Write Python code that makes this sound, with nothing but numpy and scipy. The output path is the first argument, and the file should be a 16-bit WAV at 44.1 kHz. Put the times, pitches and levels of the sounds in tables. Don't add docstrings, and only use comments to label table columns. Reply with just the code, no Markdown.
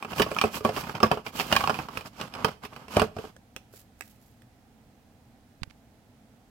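import sys
import numpy as np
from scipy import signal
from scipy.fft import rfft, irfft, next_fast_len
from scipy.io import wavfile

SR = 44100
rng = np.random.default_rng(int(sys.argv[2]) if len(sys.argv) > 2 else 0)


def unload_wav(signal):
    wavfile.write(
        sys.argv[1],
        SR,
        np.round(np.clip(np.atleast_2d(signal).T, -1, 1) * 32767).astype(np.int16),
    )


N = 286631
TIME = np.arange(N) / SR

# (time [s], strength [dB], weight [dB], sharpness [dB])
RATCHET_CLICKS = [(0.026, -33.5, -13.5, 2), (0.048, -36, -5, 0.5), (0.1975, -22, 2.5, 2.5),
                  (0.2195, -25.5, -3, 10), (0.264, -33.5, 0, -8), (0.316, -35.5, 6, 3.5),
                  (0.365, -26, -18, -6), (0.3866, -28.5, -19.5, 9), (0.4136, -21, -17, 5),
                  (0.439, -21, 1.5, -2.5), (0.607, -43, 6, 0), (0.6492, -19, 0, -6.5),
                  (0.691, -30, 3.5, -2), (0.895, -33, -8, -1.5), (1.0025, -30.5, -5.5, -2),
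                  (1.03, -13, -3, -4.5), (1.1145, -19, -1.5, -3), (1.173, -33.5, 0, -7.5),
                  (1.265, -37.5, -11.5, 6.5), (1.398, -26.5, -9.5, 6.5), (1.5165, -27, -23, 0),
                  (1.526, -18.5, -6.5, 5), (1.564, -17, -20, 4), (1.607, -24.5, -13.5, -4),
                  (1.6392, -21, -17.5, -6), (1.6745, -21, -17.5, -3), (1.696, -19.5, -8.5, -6.5),
                  (1.702, -25, -9.5, -3), (1.789, -30, -8, -1)]
# (time [s], strength [dB], weight [dB], sharpness [dB])
CAPSULE_KNOCKS = [(1.886, -35.5, -15, -5), (1.973, -35, -6.5, 9), (2.213, -36, -5.5, 6.5),
                  (2.339, -42.5, -14, 7), (2.446, -19, -8, 0), (2.763, -43.5, -9.5, 3),
                  (2.883, -48.5, -3, 5.5), (2.9679, -21, 3, -1.5), (2.9965, -23, -11, 3),
                  (3.018, -22, 1, -2), (3.1663, -40, 4, -5), (3.188, -44.5, 7, -3), (3.241, -47, 6, -15)]
# (middle [s], length [s], strength [dB], brightness [dB])
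SCRAPE_STROKES = [(0.031, .1, -46.5, -1.5), (0.117, 0.074, -35.5, -1.5), (0.196, 0.078, -31.5, 3),
                  (0.369, 0.27, -38.5, 0.5), (0.558, 0.066, -32, 3), (0.782, 0.089, -31, 1),
                  (0.883, 0.14, -38, -1), (0.965, 0.044, -32, -4), (1.276, 0.051, -36, -0.5),
                  (1.396, 0.094, -30, 1.5), (1.564, 0.26, -30.5, 0.5), (1.779, .17, -33.5, -2.5),
                  (1.969, 0.14, -40, -0.5), (2.067, .035, -40, 2), (2.222, 0.15, -40.5, 0),
                  (2.399, 0.15, -36.5, -3.5), (2.49, .11, -38, -3), (2.648, 0.042, -38, 0),
                  (2.781, 0.23, -48, -1), (2.941, 0.082, -37, 2), (3.23, .14, -45, 0.5)]
# (frequency [Hz], level [dB], t60 [s])
BOX_MODES = [(106, -9.5, .09), (164.8, -4.5, .06), (225.6, 0.5, 0.089), (305, -3.5, 0.024),
             (435.6, -3.5, 0.067), (630, -0.5, 0.019), (770, -1, 0.025), (900, -2.5, 0.006),
             (1118, -1.5, 0.043), (1330, -2.5, 0.014), (1650, -2.5, 0.008), (2437, -.5, 0.013),
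             (2586, -5.5, 0.015), (2929, -11.5, 0.037), (4970, -10.5, 0.011), (5340, -13, 0.0089),
             (7900, -12, 0.0064), (11800, -27, 0.011), (13100, -29.5, .005)]
REGISTER_EDGES = [60, 330, 700, 1600, 5500, 16000]
# (frequency [Hz], coherence [ratio], left minus right [dB])
MIC_PAIR = [(80, 0.91, -2.3), (180, 0.99, -1.5), (350, 0.8, -5.5), (560, 0.74, -1), (783, 0.78, -2),
            (1340, 0.086, -5.5), (2700, .12, -9.5), (5360, 0.028, -7), (9400, .03, -2), (13630, 0.25, -3.5)]


def from_db(db):
    return 10 ** (np.asarray(db) / 20)


def rms(x):
    return np.sqrt(np.mean(x ** 2) + 1e-20)


def at_hz(table, hz, column=1):
    table = np.array(table)
    return np.interp(np.log(hz), np.log(table[:, 0]), table[:, column])


def band(x, low, high):
    return signal.sosfilt(signal.butter(2, [low, high], "band", fs=SR, output="sos"), x)


def cut(x, hz, kind):
    return signal.sosfilt(signal.butter(2, hz, kind, fs=SR, output="sos"), x)


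def drift(rate_hz):
    knots = rng.standard_normal(int(N / SR * rate_hz) + 2)
    return np.interp(TIME * rate_hz, np.arange(len(knots)), knots)


def swell(middle, half_length, t=TIME):
    return np.exp(-np.minimum(((t - middle) / half_length) ** 2, 50) / 2)


def add(out, s, sound):
    at = max(round(s * SR), 0)
    out[:, at:at + sound.shape[1]] += sound[:, :N - at]


def noise(spectrum, lean=1, size=N):
    edges = np.geomspace(25, 17000, 29)
    white, out = rng.standard_normal((2, 2, size)), 0
    for k, (low, high) in enumerate(zip(edges, edges[1:])):
        hz = np.sqrt(low * high)
        if hz < spectrum[0][0] / 2:
            continue
        alike = at_hz(MIC_PAIR, hz)
        to_mics = np.sqrt([1 + alike, 1 - alike]) * [[1, 1], [1, -1]]
        pan_db = lean * at_hz(MIC_PAIR, hz, column=2) * np.array([[.5], [-.5]])
        out += (from_db(at_hz(spectrum, hz) + pan_db) * to_mics) @ band(white[k % 2], low, high)
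    return out / rms(out.mean(0))


def recolour(x, gains_db):
    size = 2 * x.shape[1]
    hz = np.maximum(np.fft.rfftfreq(size, 1 / SR), 1)
    ranges = zip(REGISTER_EDGES, REGISTER_EDGES[1:])
    corners = np.ravel([(low * 2 ** .25, high / 2 ** .25) for low, high in ranges])
    curve_db = np.interp(np.log(hz), np.log(corners), np.repeat(gains_db, 2))
    cepstrum = irfft(np.log(from_db(curve_db)))
    cepstrum[1:size // 2] *= 2
    cepstrum[size // 2 + 1:] = 0
    return irfft(rfft(x, size) * np.exp(rfft(cepstrum)))[:, :size // 2]


def ringing(modes, t, scatter_db):
    hz, level_db, t60 = np.transpose(modes)
    strength, detune, way = rng.standard_normal((3, len(hz)))
    swing = from_db((level_db + scatter_db * strength)[:, None] - 60 * t / t60[:, None])
    phase = 2 * np.pi * (hz * (1 + .032 * detune))[:, None] * t
    skew = (np.arccos(at_hz(MIC_PAIR, hz)) * np.sign(way))[:, None]
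    pan_db = at_hz(MIC_PAIR, hz, column=2)[:, None]
    return -np.array([(swing * from_db(side * pan_db) * np.sin(phase + side * skew)).sum(0)
                      for side in (.5, -.5)])


def blows(contacts, modes, colour_db, heft_db, chatter_s, chatter, panel_db, panel_t60, damping,
          scatter_db):
    # (frequency [Hz], density [dB])
    panel_spectrum = [(50, -12.5), (110, -1.5), (220, 8), (310, -1), (450, 3), (800, 1), (1150, 3),
                      (2000, -10.5), (2500, -8), (3800, -16), (4800, -9.5), (6600, -31), (8000, -21.5),
                      (10000, -26), (15000, -19.5)]
    weight_share = [0.77, 1, 0, 0, 0.17]
    sharp_share = [0.053, 0, 0, 1, .95]
    crack_from_db, crack_share = -22.5, np.array([0, 0, 0.016, 0, 0.44])
    attack = int(.012 * SR)
    t, out = np.arange(next_fast_len(SR // 7, True)) / SR, np.zeros((2, N))
    ranges = list(zip(REGISTER_EDGES, REGISTER_EDGES[1:]))
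    crowd = noise(panel_spectrum, size=2 * SR)
    crowds = [band(crowd, low, high) for low, high in ranges]
    t60s = [panel_t60 * (REGISTER_EDGES[2] / high) ** damping for _, high in ranges]
    fades = [from_db(panel_db - 60 * t / t60) for t60 in t60s]
    modes = np.array(modes, float)
    modes[0, 1] += heft_db
    for s, strength_db, weight_db, sharp_db in contacts:
        grind = rng.standard_normal(attack) * np.exp(-t[:attack] / chatter_s)
        force = signal.unit_impulse(attack) + chatter * grind / np.linalg.norm(grind)
        tone = signal.fftconvolve(ringing(modes, t, scatter_db), force[None])[:, :len(t)]
        starts = rng.integers(0, crowd.shape[1] - len(t), len(ranges))
        panels = sum(part[:, i:i + len(t)] * fade for part, i, fade in zip(crowds, starts, fades))
        hit = tone / rms(tone[:, :attack]) + panels
        hit *= from_db(22 * min(weight_db, 0) * t)
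        heads = [band(hit[:, :len(t) // 4], low, high) for low, high in ranges]
        natural_db = [20 * np.log10(max(rms(head[:, :attack]), np.sqrt(2) * rms(head)))
                      for head in heads]
        levels_db = strength_db + np.array(colour_db)
        levels_db += weight_db * np.array(weight_share) + sharp_db * np.array(sharp_share)
        levels_db += max(strength_db - crack_from_db, 0) * crack_share
        add(out, s, recolour(hit, levels_db - natural_db))
    return out


def stray_clicks():
    weight_db, sharp_db = -4, 7
    chance = np.clip(rng.standard_normal((len(SCRAPE_STROKES), 2)), -1, 1)
    return [(middle + place * length / np.pi, strength_db - 5 + 3.5 * size, weight_db, sharp_db)
            for (middle, length, strength_db, _), (place, size) in zip(SCRAPE_STROKES, chance)]


def dial_ratchet():
    click_colour = [-5.5, 0, -1.1, -5.5, -15.5]
    return blows(RATCHET_CLICKS + stray_clicks(), BOX_MODES, click_colour, heft_db=-1, chatter_s=0.0058,
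                 chatter=1.5, panel_db=-7, panel_t60=0.1, damping=0.24, scatter_db=4.5)


def slips(contacts, lag_s=0.0198, length_s=0.067, level_db=-12.5, bright_db=-2.5):
    return [(s + lag_s, length_s, strength_db + weight_db + level_db, bright_db)
            for s, strength_db, weight_db, _ in contacts]


def stroke_power(strokes, hop=16):
    balance_db, bright_share = np.array([-2, -8.5, -14]), np.array([0, 1, 2.2])
    power = 0
    for middle, length, strength_db, bright_db in strokes:
        levels_db = strength_db + balance_db + bright_db * bright_share
        power += (from_db(levels_db)[:, None] * swell(middle, length / np.pi, TIME[::hop])) ** 2
    return np.repeat(power, hop, axis=1)[:, :N]


def scraping(strokes, grain_db, judder_db, catches_per_s, catch_db):
    # (frequency [Hz], density [dB])
    friction_spectrum = [(80, -2), (220, 3), (320, -6), (700, -4.5), (1250, -1.5), (2050, -14), (2700, 0),
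                         (3600, -13.5), (5000, -6), (7000, -17), (8100, -4), (9400, -18.5), (12500, -10),
                         (16000, -18)]
    friction, power, out = noise(friction_spectrum), stroke_power(strokes), 0
    catches = (rng.random(N) < catches_per_s / SR) * rng.random(N)
    catches = signal.lfilter([1], [1, -np.exp(-1 / (0.00065 * SR))], catches + 1e-18)
    grain = from_db(grain_db * drift(1100)) * (1 + from_db(catch_db) * catches)
    judder = from_db(judder_db * drift(110))
    edges = [REGISTER_EDGES[0]] + REGISTER_EDGES[3:]
    size = next_fast_len(N)
    spectrum, log_hz = rfft(friction, size), np.log(np.fft.rfftfreq(size, 1 / SR) + 1)
    for k, texture in enumerate([judder, grain, grain]):
        share = np.interp(log_hz, np.log([1100, 2900, 8000]), np.arange(3) == k)
        layer = irfft(spectrum * share, size)[:, :N] / rms(band(friction, edges[k], edges[k + 1]))
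        out += np.sqrt(power[k]) * layer * texture / rms(texture)
    return out


def capsule_knocks():
    knock_colour = [-1, 1, -0.3, -5, -12]
    return blows(CAPSULE_KNOCKS, BOX_MODES, knock_colour, heft_db=5.5, chatter_s=0.0047,
                 chatter=1.0, panel_db=-4, panel_t60=0.094, damping=0.16, scatter_db=4.5)


def chute_air(x, hz, t60):
    r = from_db(-60 / (t60 * SR))
    return x + signal.lfilter([1 - r, 0, r - 1], [1, -2 * r * np.cos(2 * np.pi * hz / SR), r * r], x)


def finger_taps():
    # (time [s], strength [dB], weight [dB], sharpness [dB])
    taps = [(3.365, -58, 0, 1.5), (3.5635, -47.5, -2, 8.5), (3.738, -60.5, 9.5, -6), (4.009, -45, -8.5, 7),
            (4.022, -63, -2, 14), (4.42, -69, -2, 8.5)]
    # (frequency [Hz], level [dB], t60 [s])
    shell_modes = [(230, -10, .03), (560, -8, .014), (850, -3, .012), (1720, 0, .011), (1930, -1, .011),
                   (2600, -2, .008), (3250, -4, .008), (4700, -7, .005), (5600, -6, .005), (7800, -3, .004),
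                   (12700, -14, .004)]
    tap_colour = [-3.5, 0.5, 1.5, -1, -4.5]
    return blows(taps, shell_modes, tap_colour, heft_db=-11, chatter_s=0.0035,
                 chatter=0.68, panel_db=-1.5, panel_t60=0.03, damping=0.14, scatter_db=8)


def finger_rubs(grain_db):
    # (middle [s], half-length [s], level [dB])
    slides = [(3.779, 0.032, -57), (4.072, 0.048, -65.5), (4.268, 0.068, -72.5)]
    # (frequency [Hz], density [dB])
    skin_spectrum = [(2000, -8.5), (3800, -7.5), (5500, -4.5), (6800, -10), (8000, 0), (9600, -9),
                     (11500, -1), (13200, -4), (16000, -7)]
    speed = sum(from_db(level_db) * swell(s, half_length) for s, half_length, level_db in slides)
    return noise(skin_spectrum) * speed * from_db(grain_db * drift(260))


def mic_brush(thud_hz, thud_t60, click_t60, left_db):
    # (time [s], thud [dB], click [dB])
    touches = [(5.619, -14, -44), (5.633, -17.5, -16.5), (5.675, -25.5, -62), (5.699, -50, -45.5),
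               (5.705, -49, -43), (5.709, -36, -37.5)]
    t, out = np.arange(SR // 10) / SR, np.zeros((2, N))
    for s, thud_db, click_db in touches:
        thud = -np.sin(2 * np.pi * thud_hz * t) * from_db(thud_db - 60 * t / thud_t60)
        click = band(rng.standard_normal(len(t)) * from_db(-60 * t / click_t60), 960, 3930)
        click *= from_db(click_db) / rms(click[:SR // 1000]) / 2
        add(out, s, (cut(thud, hz=305, kind="low") + click) * from_db([[left_db], [0]]))
    return out


def room_echoes(x, near_db, near_t60, far_db, far_t60):
    # (frequency [Hz], density [dB])
    echo_spectrum = [(60, 2.5), (600, -2), (1500, -5.5), (2800, -2), (4000, -1.5), (16000, -2.5)]
    t, tail = np.arange(SR // 2) / SR, 0
    diffuse = noise(echo_spectrum, lean=0, size=len(t))
    for level_db, t60 in ((near_db, near_t60), (far_db, far_t60)):
        fade = from_db(-60 * t / t60) * np.clip(t / 0.02, 0, 1)
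        tail += from_db(level_db) * fade / np.linalg.norm(fade)
    return signal.fftconvolve(x, diffuse * tail, axes=1)[:, :N]


def room_tone(level_db):
    # (frequency [Hz], density [dB])
    air_spectrum = [(15, -41), (25, -9.5), (59, -3.5), (87, -3.5), (120, 0.5), (149, -11), (236, -1.5),
                    (363, -20), (463, -13), (516, -29), (641, -8), (936, -22), (1940, -25), (2410, -28),
                    (16000, -38)]
    return from_db(level_db) * noise(air_spectrum, lean=.7)


def scene():
    dial = dial_ratchet()
    capsule = chute_air(capsule_knocks(), hz=443, t60=.085)
    taps = finger_taps()
    strokes = SCRAPE_STROKES + slips(RATCHET_CLICKS + CAPSULE_KNOCKS)
    scrape = scraping(strokes, grain_db=2.5, judder_db=4.5, catches_per_s=90, catch_db=7.5)
    in_chute = np.interp(TIME, [1.95, 2.45], [0, 1])
    chute = cut(capsule + scrape * in_chute, hz=14000, kind="low")
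    box = dial + scrape * (1 - in_chute) + chute
    box = cut(box, hz=64, kind="high")
    direct = box + taps + finger_rubs(grain_db=5)
    echoes = room_echoes(direct, near_db=-18.5, near_t60=0.047, far_db=-22, far_t60=0.32)
    handling = mic_brush(thud_hz=106, thud_t60=0.012, click_t60=0.013, left_db=-33)
    return direct + echoes + handling + room_tone(level_db=-58)


def record(dry):
    rounded = 1.2 * np.tanh(dry / 1.2)
    return signal.sosfilt(signal.ellip(10, .1, 80, 16000, fs=SR, output="sos"), rounded)


dry = scene()
out = record(dry)
unload_wav(out)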